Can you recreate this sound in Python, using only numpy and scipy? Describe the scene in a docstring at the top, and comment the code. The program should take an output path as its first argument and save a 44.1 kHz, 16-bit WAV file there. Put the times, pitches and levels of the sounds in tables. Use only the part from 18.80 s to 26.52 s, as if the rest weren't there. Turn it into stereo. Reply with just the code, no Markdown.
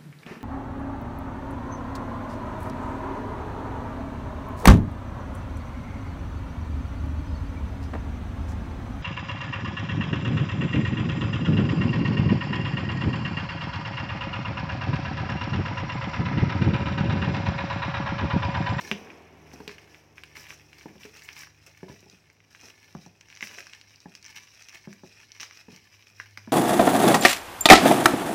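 """A crinkle and a loud snap open the scene: stretch wrap is cut and pulled off a cardboard box.
The taut film buckles in snaps and crinkles and rips by stick-slip friction; scissor blades tick,
and hand and scissors knock the hollow box into its modes. A small hard room returns the sound to a
close two-port microphone. Outside a motorbike fades away, and something electric hums."""
import sys
import numpy as np
from scipy import signal
from scipy.io import wavfile
from scipy.ndimage import uniform_filter1d, map_coordinates

SR = 44100
rng = np.random.default_rng(int(sys.argv[2]) if len(sys.argv) > 2 else 0)


def to_wav(s):
    """Save 16-bit WAV."""
    ch = np.atleast_2d(s).T  # columns
    pcm = np.round(np.clip(ch, -1, 1) * 32767)  # PCM
    wavfile.write(sys.argv[1], SR, pcm.astype(np.int16))


N = 340452
TIME = np.arange(N) / SR

# The electric hum. Each row: time in seconds, level in dB.
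HUM_LEVEL = [(0, -63), (4, -66.5), (7.28, -66.5), (7.37, -55.5), (7.72, -54)]
# The motorbike. Each row: time in seconds, firings per second, exhaust notes in dB, roar in dB.
BIKE_COURSE = [(0, 42, -55, -47), (.3, 41.8, -63.5, -47.5), (.5, 40.3, -59, -54), (.75, 37.2, -55.5, -54),
               (1.1, 38, -65, -58), (1.5, 37.4, -62, -63), (2.2, 36.5, -65, -63), (3, 38, -66.5, -73),
               (4, 40.4, -74, -69), (5.5, 36, -79, -74), (7.72, 40, -103, -78)]
# The exhaust notes. Each row: multiple of the firing rate, relative level in dB.
EXHAUST_HARMONICS = [(1, -21.5), (2, -3), (3, -22), (4, -3), (6, -24), (8, -10.5)]
# The room's reverberation. Each row: frequency in Hz, time to fall 60 dB in seconds.
ROOM_DECAY = [(150, 0.22), (400, 0.47), (1000, 0.19), (2700, 0.24), (6000, 0.29), (15000, 0.18)]
# Where the hands work. Each row: time in seconds, lead of the left port in ms, left-to-right level
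# difference of the snaps in dB.
HAND_PLACE = [(0, 0.09, -2), (2.2, 0.074, -1), (3.5, 0.037, -3), (4.6, -0.034, -3), (5.7, -0.012, -3),
              (6.6, -0.042, -4), (7.72, -0.072, -3)]

# Spectral envelopes. Each row: frequency in Hz, relative level in dB.
AIR_SPECTRUM = [(20, -56), (50, -2), (90, 8), (200, 0), (500, -6.5), (1200, -13), (2300, -8.5), (3600, -21),
                (5700, -14.5), (9000, -34), (15000, -28)]  # the quiet of the room
ROAR_SPECTRUM = [(50, -40), (120, -23.5), (220, -4), (300, -2), (380, 1), (480, -5.5), (750, -6.5),
                 (1050, -9.5), (1400, -17.5), (2400, -13.5), (4000, -31), (8000, -53)]  # the motorbike's firings
BOUNCE_SPECTRUM = [(60, 1), (130, 0.5), (400, 1), (900, 1), (1300, -2), (1750, -0.5), (2420, -2),
                   (3400, -3.5), (4600, -3), (5800, -6), (8000, -6), (15000, 1.5)]  # reflections from box, table and walls
STEEL_SPECTRUM = [(1500, -16), (3500, -3), (5800, 14.5), (7500, 6), (10000, -6), (13000, -3), (16000, -7)]  # scissor blades
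RASP_SPECTRUM = [(30, -39), (100, -11.5), (400, 3), (650, 2.5), (950, 2.5), (1300, -6), (1700, 7),
                 (3000, -35), (8000, -38)]  # a stretched sheet
CRACKLE_SPECTRUM = [(40, -39), (150, -14), (450, -23), (950, -4.5), (1300, -14), (1700, -1), (2420, 3),
                    (3300, -5), (4200, -17), (5500, -9.5), (9000, -45)]  # larger folds
ZING_SPECTRUM = [(2000, -35.5), (3800, -7), (4800, -6), (5500, 4.5), (6100, 3), (6800, -12), (8000, -16.5),
                 (10000, -22), (15600, -36)]  # smaller folds
FIZZ_SPECTRUM = [(2000, -14), (5000, -0.5), (7000, 10), (9500, 1), (11200, 3), (15600, -1)]  # the finest folds
CREASE_SPECTRUM = [(1500, -31), (3300, -17), (4200, -4.5), (4900, 0), (5800, 3), (6300, -3), (7000, -10),
                   (8200, -16.5), (11000, -27.5), (15600, -25.5)]  # the tick of a crease

# Normal modes. Each row: frequency in Hz, relative level in dB, time to fall 60 dB in seconds.
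BOX_MODES = [(102, -7, 0.051), (199.5, -5.5, 0.083), (224.4, 0, 0.076), (284, 5, 0.032), (335, -9.5, 0.043),
             (403.7, -1, 0.05), (491, -8, 0.028), (600, -2, 0.035), (713, -14, 0.11), (886, 4, 0.023),
             (1000, -5, 0.018), (1096, -16, 0.026)]  # the hollow box under a knock
PANEL_MODES = [(1634, -2, 0.021), (2110, -27, 0.05), (2440, -7, 0.022), (2820, -15, 0.038),
               (3870, -3.5, 0.032), (6000, 3, .025)]  # the wrapped panel under a snap

# Knocks on the box. Each row: start in seconds, level in dB, pitch factor, hardness as a cut-off in Hz, loss of
# the mid modes, set by where on the box the blow lands, in dB (a gain if negative).
BOX_KNOCKS = [(0.114, -23.5, 1, 700, 1.5), (0.7357, -37.5, 1.2, 400, 4), (0.803, -34, 1.02, 2200, -11.5),
              (0.877, -34.5, 1, 2500, -5), (2.057, -30, 1.04, 800, -6), (2.155, -43, 0.87, 300, -1),
              (2.251, -38, 1.03, 700, -13), (3.0306, -29.5, 0.93, 600, -1.5), (3.082, -42, 2.4, 2000, -9),
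              (3.098, -36.5, 0.43, 600, 1), (3.116, -41.5, 0.97, 899, -6), (3.229, -47.5, 0.83, 400, -8),
              (3.262, -46.5, 0.96, 1490, 1), (3.331, -48.5, 0.89, 700, -4), (3.833, -47, 1.18, 2200, 5),
              (4.1503, -31, 0.81, 400, 11), (4.262, -40, 0.843, 600, 13), (4.626, -43, 0.93, 1000, 4),
              (5.257, -34.5, 0.92, 1300, -2), (6.074, -33.5, 0.89, 550, -3),
              (6.2352, -38.5, 0.9, 600, -2.5), (6.883, -39, 1.05, 600, -1.5), (6.926, -44, 0.78, 600, -4),
              (7.576, -47, 1, 1500, 24), (7.6748, -33.5, 1.055, 790, 1)]
# Ticks of the scissors. Each row: start in seconds, level in dB.
BLADE_TICKS = [(.741, -39), (1.4367, -31), (2.371, -28), (2.9757, -37), (3.206, -34), (3.53, -45),
               (4.409, -41), (5.427, -48), (6.135, -36), (6.963, -33)]
# Rustle of the film under the resting hand. Each row: time in seconds, level in dB.
GRIP_LEVEL = [(0, -48.5), (.5, -64.5), (.85, -54.5), (1.3, -66.5), (1.5, -57.5), (2.1, -57.5), (2.4, -55.5),
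              (2.72, -62), (3.2, -58), (3.45, -64.5), (3.6, -69), (4.05, -58), (4.33, -64), (4.85, -53.5),
              (5.05, -61.5), (5.7, -56), (6.2, -61), (7.72, -59)]
# Pulls on the film. Each row: start in seconds, length in seconds, level at full stretch in dB.
FILM_PULLS = [(-.03, 0.077, -42.5), (0.552, 0.23, -69), (0.717, 0.016, -49.5), (1.081, 0.095, -56.5),
              (1.345, 0.034, -56), (1.546, 0.078, -45), (1.664, 0.038, -49.5), (1.963, 0.062, -53.5),
              (2.194, 0.048, -46), (2.333, .2, -50.5), (2.549, 0.073, -45.5), (2.812, 0.08, -56),
              (2.958, 0.024, -59), (3.081, 0.038, -50.5), (3.289, 0.055, -55.5), (3.7, 0.19, -53),
              (4.197, 0.04, -53.5), (4.482, 0.12, -53), (4.604, 0.19, -50), (4.909, 0.045, -53),
              (5.068, 0.067, -57.5), (5.45, 0.057, -52), (5.55, 0.017, -46.5), (5.69, 0.15, -60.5),
              (5.917, 0.039, -48), (6.085, 0.024, -53.5), (6.236, 0.2, -54.5), (6.534, 0.046, -52.5),
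              (6.602, 0.025, -43.5), (6.717, 0.073, -51), (6.897, 0.048, -52), (7.118, 0.019, -54.5),
              (7.257, 0.038, -56), (7.364, 0.038, -54.5)]
# Rips. Each row: start in seconds, length in seconds, then crackle, fizz and low rasp levels in dB.
FILM_RIPS = [(1.561, 0.058, -46, -52.5, -58.5), (1.686, 0.068, -46, -55, -59), (2.433, 0.04, -61, -53, -70),
             (2.57, 0.067, -44, -53.5, -76), (2.859, 0.032, -47.5, -59, -56.5),
             (3.828, 0.098, -51.5, -65, -58.5), (4.619, 0.07, -43, -47.5, -65),
             (4.696, 0.067, -57, -55.5, -57.5), (4.772, 0.047, -44, -50.5, -50.5),
             (5.554, 0.032, -48, -57, -81), (5.884, 0.01, -43.5, -53, -62), (5.941, 0.02, -50, -54, -60),
             (6.602, 0.052, -37.5, -74, -70)]
# The loud snaps. Each row: time in seconds, flap level in dB, flap pitch in Hz, tick level in dB, # decay time
# in ms of the run of neighbouring folds that give way. 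The rows at 0.804, 4.151 and 4.263 s # give the sharp
# crack of a knock on the box as it lands.
LOUD_SNAPS = [(0.1148, -6, 2740, -15, .25), (0.273, -39, 1880, -54, 0.37), (0.3032, -30.5, 2400, -49, .4),
              (0.7161, -38, 2420, -49, .5), (0.7337, -47, 1980, -30.5, 2.5), (0.8044, -52, 1500, -37, .5),
              (0.8784, -21.5, 2800, -20, 0.32), (0.894, -27, 2020, -49, 2.1), (0.9831, -31, 2500, -38, 1),
              (1.146, -33, 2600, -45, .6), (1.3816, -28, 2272, -47, 0.46), (1.4364, -26.5, 2450, -36, 0.96),
              (1.5553, -34, 2285, -39, 2), (1.5688, -30, 2140, -29, 3.9), (1.668, -32, 2720, -36, 2.5),
              (1.7058, -24.5, 2380, -44, 0.94), (1.7262, -39, 1390, -42, 1), (1.931, -33, 2456, -34, .5),
              (1.9848, -50, 2190, -31.5, 0.56), (2.0115, -34, 2330, -47, .8), (2.0295, -51, 2130, -34, .6),
              (2.2346, -30, 2900, -38, 0.33), (2.3695, -42, 2400, -35, 2.5),
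              (2.4213, -38.5, 2010, -31, 1.83), (2.4895, -23, 2437, -34, 0.23), (2.53, -42, 2600, -34, 2),
              (2.579, -37, 2250, -38, 1.96), (2.609, -35, 2290, -35, 2.4), (2.6342, -32, 2000, -34, 3),
              (2.6725, -39, 1620, -54, 0.82), (3.2987, -44, 2870, -36, 1.4),
              (3.5008, -43.5, 2054, -45, 1.2), (3.6039, -43.5, 2360, -60, 1.1),
              (3.7494, -35, 2110, -51, 0.75), (3.796, -41.5, 2360, -54, 0.67), (3.8122, -42, 2400, -40, .5),
              (3.8852, -41, 2110, -43, 1.2), (3.9022, -37.5, 2720, -48, 2.6),
              (4.1512, -37.5, 1240, -46, 0.42), (4.263, -55, 1500, -40, .8), (4.4113, -37.5, 2610, -39, .3),
              (4.486, -43, 2220, -43, .6), (4.5019, -36.5, 2480, -43, .5), (4.527, -34, 2355, -45, .3),
              (4.5517, -46, 2420, -37, .3), (4.5632, -38, 2450, -37, .5), (4.573, -34, 2320, -37, .8),
              (4.6086, -26, 2300, -33, 1.2), (4.6268, -19, 2360, -46, 2.8), (4.64, -27, 2400, -37, 0.92),
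              (4.6725, -30, 2300, -34, 1.2), (4.713, -36, 1900, -42, 1), (4.7477, -33.5, 2480, -46, 0.41),
              (4.7858, -27, 1980, -40, 1), (4.8054, -31.5, 2180, -34, 0.81), (4.869, -36, 1590, -34.5, 0.2),
              (4.9345, -28, 2684, -34.5, 0.16), (5.0134, -37, 2620, -37, 0.38),
              (5.159, -56, 2406, -38, 0.9), (5.2036, -52, 3110, -36.5, 1.15),
              (5.3522, -33, 2600, -30.5, 0.26), (5.4274, -49, 2100, -35.5, 0.68),
              (5.4446, -40, 2460, -36, .3), (5.452, -37, 2280, -36, .4), (5.4627, -39, 2400, -31.5, .4),
              (5.4826, -37.5, 2420, -44, 0.34), (5.563, -29.5, 2650, -36, 3.8),
              (5.573, -32, 2580, -38, 5.1), (5.676, -42, 2450, -55, 0.53),
              (5.8232, -43.5, 2110, -36.5, 0.54), (5.8865, -34.5, 2640, -33, .4),
              (5.8942, -43, 2280, -35, 1.2), (5.929, -40, 1930, -45, 1.05), (5.9484, -36, 2350, -37, .5),
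              (6.129, -36, 1990, -36, 1.3), (6.5189, -38, 3280, -28.5, 0.41), (6.5647, -42, 2110, -42, 1.1),
              (6.5999, -29.5, 2440, -29, 1.6), (6.605, -32.5, 2420, -28, 0.9),
              (6.6122, -31, 2610, -26, 2.2), (6.6313, -28, 1780, -26.5, 2.6), (6.7105, -34, 2110, -36, 0.9),
              (6.7726, -42, 1910, -37, 0.43), (6.9622, -42, 2490, -36, .4), (7.225, -39.5, 2820, -41, 0.96),
              (7.4002, -22, 1830, -36, 1.35), (7.4594, -40, 2200, -43, .4),
              (7.5747, -25.5, 2060, -23.5, 1.9)]

FLAP_LEAD_S = .002  # a flap begins this long before its peak


def amp(db):
    """Decibels as an amplitude ratio."""
    return 10 ** (np.asarray(db) / 20)


def unit(x):
    """Normalisation to an RMS of 1."""
    return x / np.sqrt(np.mean(x ** 2) + 1e-20)


def read(points, hz):
    """Interpolation along a logarithmic frequency axis."""
    f, value = np.transpose(points)
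    return np.interp(np.log(hz + 1), np.log(f + 1), value)


def curves(rows):
    """Linear interpolation of each column of a table over time."""
    s, *columns = np.transpose(rows)
    return [np.interp(TIME, s, c) for c in columns]


def add(mix, s, sound):
    """Superposition: a sound joins the mix at s seconds, or at 0 if s is negative."""
    part = mix[..., max(round(s * SR), 0):][..., :sound.shape[-1]]
    part += sound[..., :part.shape[-1]]


def ring(points, size=1024):
    """The minimum-phase impulse response of a spectrum, with energy 1."""
    log_gain = np.log(amp(read(points, abs(np.fft.fftfreq(size, 1 / SR)))))
    response = np.fft.ifft(np.exp(np.conj(signal.hilbert(log_gain)))).real
    return response / np.linalg.norm(response)


def colour(x, points):
    """Convolution imposes a spectral envelope."""
    return signal.oaconvolve(np.atleast_2d(x), ring(points, size=4096)[None], axes=1)[:, :N]


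def wander(samples):
    """A moving average turns white noise into a slow drift of RMS 1."""
    return unit(uniform_filter1d(rng.standard_normal(N), size=samples))


def waver(depth_db, per_s):
    """Random amplitude modulation: a drifting gain."""
    knots = rng.standard_normal(200)
    return amp(depth_db * np.interp(TIME * per_s, np.arange(len(knots)), knots))


def background(hum_hz=102, air_db=-67):
    """A pure tone of electric hum stands over the broadband noise of the room's air."""
    hum_gain = amp(curves(HUM_LEVEL)[0]) * waver(depth_db=-1.5, per_s=6.8)
    air = colour(rng.standard_normal(N) + .5 * rng.standard_normal((2, N)), AIR_SPECTRUM)
    return hum_gain * np.sin(2 * np.pi * hum_hz * TIME) + amp(air_db) * unit(air)


def motorbike(rough=0.4, width=0.92, rate_jitter=0.00807):
    """Periodic firings give exhaust harmonics and, smeared by street echoes, a roar; both recede."""
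    rate, notes_db, roar_db = curves(BIKE_COURSE)
    turns = np.cumsum(rate * (1 + rate_jitter * wander(3000))) / SR
    notes = unit(sum(amp(db) * waver(depth_db=0.5, per_s=7.9)
                     * np.sin(2 * np.pi * (k * turns + rng.random())) for k, db in EXHAUST_HARMONICS))
    firings = unit(np.diff(np.floor(turns), prepend=0))
    street = rng.standard_normal(SR // 4) * amp(np.linspace(0, -30, SR // 4))
    roar = unit(signal.oaconvolve(firings, street)[:N]) + rough * rng.standard_normal(N)
    roar = unit(colour(roar + width * rng.standard_normal((2, N)), ROAR_SPECTRUM))
    return notes * amp(notes_db) + roar * amp(roar_db)


def echoes(near_db, far_db, alike_hz, near_s=0.0036):
    """Early reflections off box and table, then reverberation; long waves reach both ports alike."""
    t = np.arange(SR // 2) / SR
    taps = rng.choice([-1., 1.], (3, len(t))) * (rng.random((3, len(t))) < 5000 / SR)
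    hz, at, spectra = signal.stft(taps, SR, nperseg=256)
    coherence = 1 / np.hypot(1, hz / alike_hz)[:, None]
    spectra = np.sqrt(coherence) * spectra[2] + np.sqrt(1 - coherence) * spectra[:2]
    near = signal.istft(spectra, SR)[1][:, :len(t)] * np.exp(-t / near_s) * (t > .0007)
    decay = amp(-60 * at / read(ROOM_DECAY, hz)[:, None])
    far = signal.istft(spectra * decay, SR)[1][:, :len(t)] * np.minimum(t / 0.0095, 1)
    return sum(amp(db) * h / np.linalg.norm(h, axis=1, keepdims=True)
               for db, h in [(near_db, near), (far_db, far)])


def room(x, near_db, far_db, alike_hz, count=3):
    """Direct sound plus reflections, whose paths cross-fade as hands and film move."""
    turn = 2 * np.pi * (2 * TIME + np.arange(count)[:, None] / count)
    shares = np.maximum(np.cos(turn), 0)
    shares = shares / np.linalg.norm(shares, axis=0)
    wet = sum(signal.oaconvolve(x * share, echoes(near_db, far_db, alike_hz), axes=1)[:, :N]
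              for share in shares)
    return x + colour(wet, BOUNCE_SPECTRUM)


def ports(x):
    """Path difference: as the hands cross the box, first the left port leads, then the right."""
    lead_s = curves(HAND_PLACE)[0] / 1000
    return np.array([map_coordinates(x[0], [(TIME + lead_s) * SR], order=3), x[1]])


def knocks(vary_db=2.7, lowest_hz=100, scuff_db=-12, scuff_s=0.0014):
    """An impact scuffs the box and excites its damped modes; a soft blow leaves out the upper ones."""
    out, t = np.zeros(N), np.arange(SR // 4) / SR
    hz, db, t60 = np.transpose(BOX_MODES)[:, :, None]
    mid_modes = np.exp(-(np.log2(hz / 390) / 0.68) ** 2)
    # a small box radiates no deep bass
    radiate = signal.butter(2, lowest_hz, "highpass", fs=SR, output="sos")
    chances = rng.standard_normal((len(BOX_KNOCKS), len(BOX_MODES), 1))
    for (s, level_db, pitch, hard_hz, spot_db), chance in zip(BOX_KNOCKS, chances):
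        weight = amp(db + vary_db * chance - spot_db * mid_modes) / np.hypot(1, hz / hard_hz)
        modes = (weight * amp(-60 * t / t60) * np.cos(2 * np.pi * hz * pitch * t)).sum(0)
        blow = signal.sosfilt(radiate, -modes * (1 - np.exp(-t / 0.0012)))
        burst = rng.standard_normal(len(t)) * np.exp(-t / scuff_s)
        scuff = signal.fftconvolve(burst, ring(RASP_SPECTRUM))[:len(t)]
        scuff = amp(scuff_db) * np.sqrt(hard_hz / 700) * scuff / abs(scuff).max()
        add(out, s, amp(level_db) * (blow / abs(blow).max() + scuff))
    return out * amp([[-1.2], [1.2]])


def blades(click_s=0.00015):
    """A brief contact has a wide spectrum: steel edges touch with a bright click."""
    out, t = np.zeros((2, N)), np.arange(SR // 200) / SR
    for s, db in BLADE_TICKS:
        burst = rng.standard_normal((2, len(t))) * np.exp(-t / click_s)
        tick = signal.fftconvolve(burst, ring(STEEL_SPECTRUM)[None], axes=1)
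        add(out, s, amp(db) * tick / abs(tick).max())
    return out


def effort(attack_s=0.0052, tighten_db=3.5, release_db_per_s=264):
    """Incoherent sources add in power: grip and pulls give one gain for how hard the film is worked."""
    power = amp(curves(GRIP_LEVEL)[0]) ** 2
    for start, length, db in FILM_PULLS:
        t = np.arange(0, length + .4, 1 / SR)
        swell_db = tighten_db * np.minimum(t / length - 1, 0)
        release_db = release_db_per_s * np.maximum(t - length, 0)
        add(power, start, (np.minimum(t / attack_s, 1) * amp(db + swell_db - release_db)) ** 2)
    return np.sqrt(power)


def stirred(relative_db=-28.5, ceiling_db=-51.5, settle_db_per_s=157):
    """Relaxation: the folds shaken by each loud snap settle, so their gain decays exponentially."""
    out, t = np.zeros(N), np.arange(SR // 2) / SR
    for s, db, *_ in LOUD_SNAPS:
        add(out, s, amp(min(db + relative_db, ceiling_db) - settle_db_per_s * t))
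    return out


def clicks(per_s, spread_db, stray):
    """A Poisson process of unequal folds buckling; a stray share reaches the right port later."""
    size = amp(spread_db * np.minimum(rng.exponential(1, N), 4.5))
    train = size * rng.choice([-1, 1], N) * (rng.random(N) < per_s / SR)
    elsewhere = rng.random(N) < stray
    right = train * ~elsewhere + np.roll(train * elsewhere, shift=3)
    return unit(np.array([train, right]) * amp(2 * rng.standard_normal((2, N))))


def patches(x, points, vary_db, octaves, count=8):
    """Tension raises resonances: folding hops among patches of film, each with its own spectrum."""
    patch = np.repeat(rng.integers(0, count, N // 500 + 1), 500)[:N]
    hz = np.geomspace(300, 16000, 36)
    pitch = 2 ** (octaves * np.linspace(-1, 1, count))[:, None]
    spectra = read(points, hz / pitch) + vary_db * rng.standard_normal((count, len(hz)))
    return sum(signal.oaconvolve(x * (patch == k), ring(np.c_[hz, db])[None], axes=1)[:, :N]
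               for k, db in enumerate(spectra))


def crinkle(work, crackle_db=-4.5, zing_db=-3, fizz_db=-13.5, clump_db=1.0):
    """Folds buckle in clumps, and size sets pitch: large ones crackle, small zing, the finest fizz."""
    drive = np.hypot(work, stirred())
    clumps = amp(clump_db * wander(500))
    large = clicks(per_s=900, spread_db=4.5, stray=0.23) * clumps
    small = clicks(per_s=1100, spread_db=3.5, stray=0.37) * clumps
    finest = clicks(per_s=1800, spread_db=-2.5, stray=0.62) * np.sqrt(clumps)
    crackle = patches(large * drive, CRACKLE_SPECTRUM, vary_db=2.15, octaves=0.14)
    zing = patches(unit(large + 1.6 * small) * drive, ZING_SPECTRUM, vary_db=2.0, octaves=0.022)
    fizz = colour(unit(large + small + 1.5 * finest) * work, FIZZ_SPECTRUM)
    return amp(crackle_db) * crackle + amp(zing_db) * zing + amp(fizz_db) * fizz


def rips(slip_hz=175, fade_cycles=0.15, unevenness=0.46):
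    """Stick-slip friction: the film catches and slips, and every slip sheds a spray of clicks."""
    force = np.zeros((3, N))
    for s, length, *levels_db in FILM_RIPS:
        progress = np.linspace(0, 1, int(length * SR))
        envelope = np.minimum(progress / 0.052, 1) * np.sqrt(1 - progress)
        add(force, s, amp(levels_db)[:, None] * envelope)
    turns = np.cumsum(slip_hz * np.exp(unevenness * wander(300))) / SR
    slips = 0.21 + np.exp(-(turns % 1) / fade_cycles)
    spray = unit(clicks(per_s=12000, spread_db=3.5, stray=0.25) * slips)
    parting_strands = unit(clicks(per_s=3000, spread_db=5.0, stray=0.5) * slips)
    crackle, fizz, rasp = force[0] * spray, force[1] * parting_strands, force[2] * spray
    return (0.47 * colour(crackle, CRACKLE_SPECTRUM) + 0.73 * colour(crackle, ZING_SPECTRUM)
            + colour(fizz, FIZZ_SPECTRUM) + colour(rasp, RASP_SPECTRUM))


def small_snaps(work, per_s=5, over_db=10, spread_db=2, hz=2450, octaves=0.27, tick_db=-4.5, run_ms=1.1):
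    """A renewal process: rows of lesser snaps at random moments, as strong as the film is worked."""
    times = np.cumsum(rng.gamma(2, .5, 200)) / per_s
    flap, pitch, tick, run = rng.standard_normal((len(times), 4)).T
    level_db = np.interp(times, TIME, 20 * np.log10(work)) + over_db
    return list(zip(times, level_db + spread_db * flap, hz * 2 ** (octaves * pitch),
                    level_db + tick_db + spread_db * tick, run_ms * 2 ** run))


def buckle(hz, rise_cycles=0.56, fade_cycles=0.71, overtone=2.8, overtone_db=-23):
    """Snap-through buckling: a taut patch flips over and swings a few cycles, with one overtone."""
    cycles, phase = hz * np.arange(-FLAP_LEAD_S, 3 * FLAP_LEAD_S, 1 / SR), rng.random()
    rise, fade = (cycles / rise_cycles) ** 2, np.hypot(cycles / fade_cycles, .5) - .5
    envelope = np.exp(-np.where(cycles < 0, rise, fade))
    upper = amp(overtone_db) * np.cos(2 * np.pi * (overtone * cycles + phase))
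    return envelope * (np.cos(2 * np.pi * (cycles + phase)) + upper)


def panel(x):
    """Resonance: the panel under the film adds a brief ring to each snap."""
    t = np.arange(SR // 10) / SR
    hz, db, t60 = np.transpose(PANEL_MODES)[:, :, None]
    fade = amp(-60 * t / t60)
    modes = 2 * amp(db) * fade / fade.sum(1, keepdims=True) * np.cos(2 * np.pi * hz * t)
    return x + signal.oaconvolve(x, modes.sum(0))[:N]


def snaps(rows, tick_trim_db=-1, crease_s=0.00046, scatter_octaves=0.11, gap_ms=.8, follow_db=-5.5):
    """A buckling cascade: one fold flips with a tick and sets off five more, each at its own pitch."""
    flaps, ticks = np.zeros(N), np.zeros(N)
    t, crease = np.arange(SR // 250) / SR, ring(CREASE_SPECTRUM)[:200]
    for s, flap_db, hz, tick_db, run_ms in rows:
        waits_ms = np.r_[0, np.cumsum(gap_ms * rng.uniform(.5, 1.5, 5))]
        sizes = np.r_[1, amp(follow_db) * np.exp(-waits_ms[1:] / max(run_ms, .1))]
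        pitches = hz * 2 ** (scatter_octaves * np.r_[0, rng.standard_normal(5)])
        for at, size, pitch in zip(s + waits_ms / 1000, sizes, pitches):
            add(flaps, at - FLAP_LEAD_S, size * amp(flap_db) * buckle(pitch))
            tick = np.convolve(rng.standard_normal(len(t)) * np.exp(-t / crease_s), crease)
            add(ticks, at - FLAP_LEAD_S / 10, size * amp(tick_db + tick_trim_db) * tick / abs(tick).max())
    pan_db = curves(HAND_PLACE)[1]
    return panel(flaps + ticks) * amp([pan_db / 2, -pan_db / 2])


def scene():
    """Superposition: film, scissors and box, each with its reflections, over motorbike, hum and air."""
    work = effort()
    sharp = ports(snaps(LOUD_SNAPS + small_snaps(work)) + blades())
    sharp = room(sharp, near_db=-6.0, far_db=-8, alike_hz=750)
    rustle = ports(crinkle(work) + rips())
    rustle = room(rustle, near_db=0.5, far_db=-5.0, alike_hz=700) * amp([[-2], [-1]])
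    box = room(knocks(), near_db=-9.0, far_db=-7.5, alike_hz=626)
    return sharp + rustle + box + motorbike() + background()


def record(dry):
    """Band limiting: a linear-phase low-pass filter removes the highest treble."""
    lowpass = signal.firwin(301, cutoff=16050, window=("kaiser", 8), fs=SR)
    return signal.oaconvolve(dry, lowpass[None], "same")


dry = scene()
out = record(dry)
to_wav(out)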